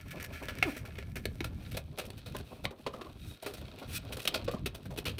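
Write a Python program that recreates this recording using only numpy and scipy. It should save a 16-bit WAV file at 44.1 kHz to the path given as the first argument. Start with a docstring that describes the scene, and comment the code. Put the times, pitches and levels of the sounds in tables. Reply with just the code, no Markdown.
"""Wind rumbles in low lumps on the microphone while sheet metal scrapes, a few metres away.
A long strip of thin aluminium is pressed and slid into place under the eaves of a house.
Its edge clicks, slips and rubs on the trim: shaped noise driving the hollow, the metal and the bright edge.
A hard snap clanks in decaying tones, the strip flexes with a falling wobble, and its face pops
in rising tones. Wall and ground answer the metal with a short echo of decaying noise."""
import sys
import numpy as np
from scipy import signal
from scipy.fft import rfft, irfft, next_fast_len
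from scipy.io import wavfile
from scipy.ndimage import map_coordinates

SR = 44100
rng = np.random.default_rng(int(sys.argv[2]) if len(sys.argv) > 2 else 0)


def persist_wave(psi):
    """Save psi, clipped to +-1, as 16-bit WAV."""
    counts = np.round(np.clip(psi, -1, 1) * 32767).astype(np.int16)
    wavfile.write(sys.argv[1], SR, np.atleast_2d(counts).T)


N = 229224  # samples, about 5.2 s

# Levels are drive levels, before onsets, unevenness and resonances shape them.
# wind strength at the microphone: time_s, buffet_db
WIND_STRENGTH = [(0.0, -49), (0.06, -42.5), (0.11, -48.5), (0.48, -43.5), (0.64, -49), (1.45, -41.5),
                 (2.2, -49.5), (2.39, -43), (2.49, -63.5), (2.65, -44.5), (2.72, -56.5), (3.03, -53),
                 (3.27, -47.5), (3.4, -66), (3.45, -47), (3.55, -54), (3.63, -41), (3.82, -57.5),
                 (3.88, -39), (4.18, -50.5), (4.65, -39), (4.76, -46), (4.79, -58), (4.86, -36),
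                 (5.01, -53), (5.05, -45), (5.2, -49)]
# colour of the wind rumble: pitch_hz, relative_db
RUMBLE_COLOUR = [(16, -33), (28, -7), (75, 2), (113, 1), (177, -6), (320, -15), (420, -34), (700, -120)]
# steady rubbing as the strip slides: time_s, scrape_db, hiss_db, panel_db
SLIDE_LEVELS = [(0.0, -59, -69.5, -56.5), (0.56, -54.5, -69.5, -54), (0.98, -62.5, -74, -59),
                (1.29, -70.5, -72.5, -63), (1.63, -64.5, -80, -57.5), (1.78, -74, -80, -63),
                (2.01, -63.5, -75, -53), (2.19, -63.5, -77, -58), (2.49, -63, -74, -57),
                (2.78, -70, -78, -57), (3.2, -63.5, -74, -59), (3.39, -62.5, -76, -59),
                (3.71, -59.5, -72.5, -52.5), (4.08, -58, -70, -52), (4.37, -52, -67, -46),
                (4.47, -59, -78, -60), (4.72, -68, -78.5, -56), (5.2, -64.5, -75, -52.5)]
# contacts of the sheet's edge: start_s, level_db, thump_rel_db, edge_hiss_rel_db, ring_hz, slip_t60_s
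EDGE_CONTACTS = [(0.1074, -35, -25, -9, 2260, 0.09), (0.1988, -33.5, -21, -14, 1760, 0.12),
                 (0.227, -35.5, -29, -1.5, 1940, 0.023), (0.2412, -32.5, -16, -7.5, 1670, 0.061),
                 (0.427, -36.5, -12, -12, 2440, 0.11), (0.484, -26.5, -10.5, -15.5, 1360, 0.11),
                 (0.6262, -14, -11.5, -19.5, 2430, 0.05), (0.7646, -38, -13, -7, 1940, 0.14),
                 (0.852, -39, -14, -13, 2520, 0.1), (0.955, -40, -26, -19, 2670, 0.022),
                 (0.9819, -37, -6, -17.5, 2260, 0.11), (1.026, -38, 1, -22, 2230, 0.02),
                 (1.1564, -32, -5.5, -10, 2230, 0.1), (1.2545, -26, -4, -11.5, 3620, 0.028),
                 (1.4053, -27.5, -5.5, -20, 2200, 0.03), (1.4425, -32, -6, -12, 2260, 0.078),
                 (1.713, -42, -13.5, -8, 2650, 0.12), (1.7435, -40.5, -1.5, -16, 3800, 0.081),
                 (1.7686, -33, -3, -7.5, 2460, 0.081), (1.975, -37.5, 0.5, -13, 2450, 0.072),
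                 (1.985, -28, -4.5, -8.5, 2620, 0.099), (2.0512, -44.5, -8, -6, 3380, 0.093),
                 (2.103, -35.5, -4, -11, 3750, 0.023), (2.1778, -43.5, -10, -4.5, 3070, 0.061),
                 (2.2595, -43, -6, -11.5, 3860, 0.21), (2.3473, -38.5, 12, -30, 1480, 0.053),
                 (2.366, -31, -27, -5.5, 3760, 0.021), (2.3864, -41.5, -5, -3, 2660, 0.047),
                 (2.4001, -39, 3.5, -14, 1560, 0.044), (2.641, -39, 1.5, -7, 3670, 0.039),
                 (2.6531, -19.5, -1.5, -19, 2180, 0.015), (2.708, -43.5, 2, -13, 3830, 0.048),
                 (2.8639, -30.5, 4.5, -41, 1490, 0.064), (2.9329, -45, 6, -13, 1280, 0.16),
                 (3.0113, -37.5, 0, -23, 1300, 0.049), (3.4244, -41, 0.5, -3.5, 4280, 0.063),
                 (3.4435, -38, -4, -15, 3130, 0.059), (3.461, -34.5, 1, -9, 1290, 0.17),
                 (3.5374, -38, -7.5, -4.5, 4260, 0.075), (3.5712, -42.5, -3, -6.5, 3800, 0.1),
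                 (3.613, -44, 1.5, -7, 3470, 0.037), (3.7856, -40, -7.5, -9, 2700, 0.11),
                 (3.8255, -41, -7, -16, 1400, 0.11), (4.0919, -46.5, 10, -21, 1440, 0.017),
                 (4.124, -30.5, -6, -6, 2980, 0.076), (4.1689, -34, -7.5, -6, 1359, 0.054),
                 (4.1937, -36.5, -8.5, -9, 3090, 0.083), (4.2168, -43.5, -28, -4, 4230, 0.34),
                 (4.2527, -27, -10, -9, 2880, 0.034), (4.2752, -15, -19, -10, 3080, 0.042),
                 (4.342, -22, -9.5, -15, 4400, 0.079), (4.444, -48, -3, -4, 3580, 0.055),
                 (4.4777, -31.5, 3.5, -36, 1480, 0.071), (4.5128, -37.5, -5, -7.5, 4200, 0.061),
                 (4.5325, -47, 11.5, -29, 1300, 0.1), (4.659, -24, -6.5, -11, 2600, 0.059),
                 (4.7467, -40.5, -4, -5, 3600, 0.097), (4.855, -42.5, -1, -8.5, 1570, 0.058),
                 (4.9045, -49.5, 6, -10, 2500, 0.15), (4.9626, -39, 1, -13.5, 2390, 0.035),
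                 (4.975, -30.5, -5, -7.5, 2700, 0.084), (5.0539, -24, -11, -14.5, 2760, 0.15),
                 (5.1826, -33, -12, -11, 2930, 0.049)]
# long rubs along the trim; one row ends before its peak, so its swell cuts off:
# start_s, peak_s, end_s, level_db, edge_hiss_rel_db, singing_hz, singing_rel_db
TRIM_RUBS = [(0.312, 0.346, 0.45, -48.5, -10, 2320, -22), (0.631, 0.676, 0.85, -49, -7.5, 2430, -10),
             (1.545, 1.593, 2, -72, -1.5, 2350, 1), (2.416, 2.49, 2.76, -66, -2, 2600, -0.5),
             (3.127, 3.304, 3.39, -66.5, 3.5, 3770, 5), (3.846, 4.014, 3.983, -45, 1, 2514, -4.5)]
# modes of the hardest snap: pitch_hz, level_db, t60_s
CLANK_MODES = [(475, -22, 0.027), (730, -21, 0.033), (2144, -10.5, 0.021), (2530, -16.5, 0.025),
               (2680, -20, 0.027)]
# the buckle's wobble: time_s, pitch_hz, level_db
FLEX_WOBBLE = [(0.639, 480, -62), (0.661, 383, -37.5), (.685, 296, -33.5), (0.7, 243, -38.5),
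               (.71, 243, -76)]
# the flat face pops in and out under a glove: start_s, level_db, start_pitch_hz, t60_s
FACE_DENTS = [(1.408, -26.5, 310, 0.05), (2.348, -35, 954, 0.05), (2.659, -42, 1006, .1),
              (2.864, -30, 980, .04), (2.938, -38, 1160, 0.055), (2.943, -38, 190, 0.06),
              (3.011, -44, 1020, 0.11), (3.065, -42.5, 1027, 0.055), (4.479, -39, 1003, 0.15),
              (4.537, -38.5, 1088, 0.074), (4.544, -24, 191, 0.051), (4.564, -43.5, 990, 0.068)]
# hollow behind the sheet: pitch_hz, width_hz, relative_db
HOLLOW_MODES = [(228, 100, 10.5), (377, 160, 4), (595, 47, -0.5), (715, 32, -7), (1100, 120, -10.5)]
# bending modes over the spectrum: pitch_hz, width_hz, hanging_free_db, seated_in_trim_db
BENDING_MODES = [(1379, 48, 19, 9), (1710, 41, 27, -10), (2250, 170, 24, -40), (2524, 100, 18, 17),
                 (2700, 43, -22, -29), (3380, 500, -3, 12), (3810, 42, -11, 15), (4160, 370, -13, 8),
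                 (5750, 71, 17, 4), (8420, 220, 10.5, 11.5), (9780, 150, -11, 13.5)]
# colour of the scrape: pitch_hz, relative_db
SCRAPE_COLOUR = [(530, -25.5), (900, -24.5), (1300, 1.5), (1850, -2), (2440, -0.5), (4500, -3.5),
                 (7170, -20), (8000, -17), (10400, -50), (17600, -120)]
# colour of the edge hiss: pitch_hz, relative_db
HISS_COLOUR = [(3240, -25.5), (5500, -2.5), (7210, -7.5), (8410, -4.5), (15100, -1.5), (16800, -31)]
# the strip goes into the trim: start_s, end_s
SEATING_TIMES = (1, 1.9)
# wall and ground answer: pitch_hz, t60_s
YARD_DECAY = [(300, 0.33), (2500, 0.18), (12000, 0.034)]

GUST_DB, GUSTS_PER_S = 2.5, 11  # quick swells on top of the slow wind strength
CHATTER_DB, CHATTER_PER_S = 3, 250  # a slip is a run of uneven small touches
# first touch over the slip that follows: harder where the slip is shorter
TICK_DB, TICK_PER_HALVING_DB, USUAL_SLIP_S = 1, 2.5, 0.056
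THUMP_HZ, THUMP_SCATTER = 471, 0.16  # middle thump pitch; log spread of the random pitch
CLANK_S = 0.626  # the strip snaps over the lip of the trim
YARD_DB = -16.0  # echo against the direct metal
TOP_HZ = 16800  # upper limit of the sound


def amp(db):
    """Decibels to amplitude."""
    return 10 ** (np.asarray(db) / 20)


def unit(x):
    """x scaled to an RMS of 1."""
    return x / np.sqrt(np.mean(x ** 2) + 1e-20)


def along(points, hz):
    """Value at hz between (pitch_hz, value) points on a log axis."""
    f, v = np.transpose(points)
    return np.interp(np.log(hz + 1), np.log(f + 1), v)


def curves(rows):
    """One value per sample for each column after the time."""
    s, *cols = np.transpose(rows)
    return [np.interp(np.arange(N) / SR, s, c) for c in cols]


def wobble(rate):
    """A smooth random curve with rate knots a second."""
    knots = rng.standard_normal(int(N * rate / SR) + 4)
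    return map_coordinates(knots, [np.arange(N) * rate / SR])


def bumps(modes, hz):
    """Summed magnitude of (pitch_hz, width_hz, level_db) resonances."""
    return sum(amp(db) * hz * w / np.hypot(c * c - hz * hz, hz * w) for c, w, db in modes)


def coloured(x, gain, size=8192):
    """x through the causal minimum-phase filter of energy 1 whose magnitude follows gain(hz)."""
    cepstrum = irfft(np.log(gain(np.fft.rfftfreq(size, 1 / SR)) + 1e-6), size)
    cepstrum[1:size // 2] *= 2
    cepstrum[size // 2 + 1:] = 0
    taps = irfft(np.exp(rfft(cepstrum)), size)[:size // 2]
    return signal.fftconvolve(x, taps / np.linalg.norm(taps))[:N]


def grit(rate, spread_db):
    """Friction force: noise whose strength varies from one surface grain to the next."""
    return unit(rng.standard_normal(N) * amp(spread_db * wobble(rate)))


def ring(hz, t, q):
    """An unsteady tone: noise in a resonance, as several close modes beat."""
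    b, a = signal.iirpeak(hz, q, SR)
    noise = rng.standard_normal(2 * len(t))
    return unit(signal.lfilter(b, a, noise)[len(t):])  # first half lets the resonance build up


def wind():
    """Eddies hit the microphone as short low lumps of noise."""
    buffet_db, = curves(WIND_STRENGTH)
    rumble = coloured(rng.standard_normal(N), lambda hz: amp(along(RUMBLE_COLOUR, hz)))
    eddies = unit(amp(2.45 * wobble(25)) * rumble)
    return amp(buffet_db + GUST_DB * wobble(GUSTS_PER_S)) * eddies


def slide():
    """Steady friction forces on the hollow, the sheet and its edge, with burrs that catch."""
    scrape_db, hiss_db, panel_db = curves(SLIDE_LEVELS)
    grip_db = 2.5 * wobble(22)  # the grip of the gloves is uneven
    push = np.array([amp(panel_db + 0.24 * grip_db) * grit(60, spread_db=6.0),
                     amp(scrape_db + grip_db) * grit(300, spread_db=4.0),
                     amp(hiss_db + grip_db) * grit(400, spread_db=2.0)])
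    caught = rng.random(N) < 30 / SR  # about 30 burrs a second
    burrs = caught * amp(scrape_db + 20.5 + 4.9 * rng.standard_normal(N))
    push[1:] += burrs * amp([[0], [-5]])
    return push


def contacts():
    """Each edge contact is a hard first tick and a decaying slip; returns forces and local ringing."""
    push, rings = np.zeros((3, N + SR)), np.zeros(N + SR)
    t = np.arange(SR // 5) / SR
    chatter = np.pad(amp(CHATTER_DB * wobble(CHATTER_PER_S)), (0, SR))
    # each thump gets a random pitch near THUMP_HZ
    thump_pitches = THUMP_HZ * np.exp(THUMP_SCATTER * rng.standard_normal(len(EDGE_CONTACTS)))
    for (s, db, thump_db, edge_db, hz, t60), thump_hz in zip(EDGE_CONTACTS, thump_pitches):
        here = slice(round(s * SR), round(s * SR) + len(t))
        slip = amp(-60 * t / t60) * (1 - np.exp(-t / 0.0029)) * chatter[here]
        tick_db = TICK_DB + TICK_PER_HALVING_DB * np.log2(USUAL_SLIP_S / t60)
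        tick = amp(tick_db - 60 * t / 0.0084) * (1 - np.exp(-t / 0.00031))
        levels = amp(db + np.array([[thump_db - 8.0], [-7], [edge_db - 3]]))
        push[:, here] += levels * (slip + tick) * rng.standard_normal((3, len(t)))
        slip_ring = amp(-12.0) * slip * ring(hz, t, q=8.3)
        tick_ring = amp(tick_db - 6.5 - 60 * t / 0.0078) * np.sin(2 * np.pi * hz * t)
        knock = amp(thump_db) * slip * ring(thump_hz, t, q=6.3)
        rings[here] += amp(db) * (slip_ring + tick_ring + knock)
    return push[:, :N], rings[:N]


def rubs():
    """Longer rubs swell on the sheet and its edge, each making one mode sing; forces and ringing."""
    push, rings = np.zeros((3, N)), np.zeros(N)
    grain = amp(0.54 * wobble(200) + 2.75 * wobble(36))
    for start, peak, end, db, edge_db, hz, tone_db in TRIM_RUBS:
        angle = np.interp(np.arange(N) / SR, [start, peak, end], [0, np.pi / 2, np.pi])
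        swell = np.sin(angle) ** 2
        push[1:] += amp([[db], [db + edge_db]]) * swell * grain * rng.standard_normal((2, N))
        here = slice(round(start * SR), round(start * SR) + SR // 2)
        rings[here] += amp(db + tone_db) * swell[here] * ring(hz, np.arange(SR // 2), q=41)
    return push, rings


def clank():
    """The hardest snap rings the strip's strongest modes for a few milliseconds."""
    out, t = np.zeros(N), np.arange(SR // 8) / SR
    modes = sum(amp(db - 60 * t / t60) * np.sin(2 * np.pi * hz * t) for hz, db, t60 in CLANK_MODES)
    out[round(CLANK_S * SR):][:len(t)] = modes * (1 - np.exp(-t / 0.00095))
    return out


def flex():
    """A buckle runs along the strip: a skewed, uneven wobble whose pitch falls as the tension eases."""
    hz, db = curves(FLEX_WOBBLE)
    phase = 2 * np.pi * np.cumsum(hz) / SR + 0.15 * wobble(150)
    start, end = FLEX_WOBBLE[0][0], FLEX_WOBBLE[-1][0]
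    gate = np.interp(np.arange(N) / SR, [start - 0.01, start, end, end + 0.008], [0, 1, 1, 0])
    wave = np.sin(phase) + 0.3 * np.sin(2 * phase + 1)
    wave = wave + 0.15 * np.sin(3 * phase) + 0.12 * np.sin(4 * phase)
    return np.sqrt(2) * amp(db + 0.98 * wobble(112.5)) * gate * wave


def dents():
    """Each pop rings one hollow mode, which stiffens and rises as the dent springs back."""
    out, t = np.zeros(N), np.arange(SR // 8) / SR
    for s, db, hz, t60 in FACE_DENTS:
        rise = 1 + 0.221 * (1 - np.exp(-t / 0.0154))
        phase = 2 * np.pi * hz * np.cumsum(rise) / SR
        beat = 1 + 0.3 * ring(99, t, q=0.94)
        decay = amp(db - 60 * t / t60) * (1 - np.exp(-t / 0.00095))
        out[round(s * SR):][:len(t)] += decay * beat * np.sin(phase)
    return out


def sheet():
    """The forces sound through the hollow, the bending modes and the bright cut edge."""
    contact_push, contact_rings = contacts()
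    rub_push, rub_rings = rubs()
    low, mid, high = slide() + contact_push + rub_push
    # the hollow passes little below 180 Hz or above 1400 Hz
    hollow = coloured(low, lambda hz: bumps(HOLLOW_MODES, hz)
                      * hz ** 2 / (hz ** 2 + 180 ** 2) / (1 + (hz / 1400) ** 4))
    seated = np.interp(np.arange(N) / SR, SEATING_TIMES, [0, np.pi / 2])
    metal = 0
    # crossfade from hanging free to seated in the trim
    for state, share in enumerate([np.cos(seated), np.sin(seated)]):
        state_modes = [(c, w, db[state]) for c, w, *db in BENDING_MODES]
        modes = lambda hz: 2 + 0.5 * bumps(state_modes, hz)
        metal = metal + coloured(share * mid, lambda hz: amp(along(SCRAPE_COLOUR, hz)) * modes(hz))
        metal = metal + coloured(share * high, lambda hz: amp(along(HISS_COLOUR, hz)) * modes(hz))
    return hollow + metal + contact_rings + rub_rings + clank() + flex() + dents()


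def yard(x):
    """Wall and ground echo: a noise tail in which each frequency dies at its own speed."""
    hz, t, z = signal.stft(rng.standard_normal(SR // 4), SR, nperseg=256)
    decay = amp(-60 * t / along(YARD_DECAY, hz)[:, None])
    tail = signal.istft(z * decay, SR, nperseg=256)[1]
    late = np.pad(x, (300, 0))  # samples, about 7 ms of travel
    return signal.fftconvolve(late, tail / np.linalg.norm(tail))[:N]


def scene():
    """Wind on the microphone, the metal a few metres off and its echo, in one channel."""
    metal = sheet()
    return (wind() + metal + amp(YARD_DB) * yard(metal))[None]


def record(dry):
    """Nothing sounds above TOP_HZ."""
    m = next_fast_len(N + SR // 2)
    kept = np.fft.rfftfreq(m, 1 / SR) < TOP_HZ
    return irfft(rfft(dry, m) * kept, m)[..., :N]


dry = scene()
out = record(dry)
persist_wave(out)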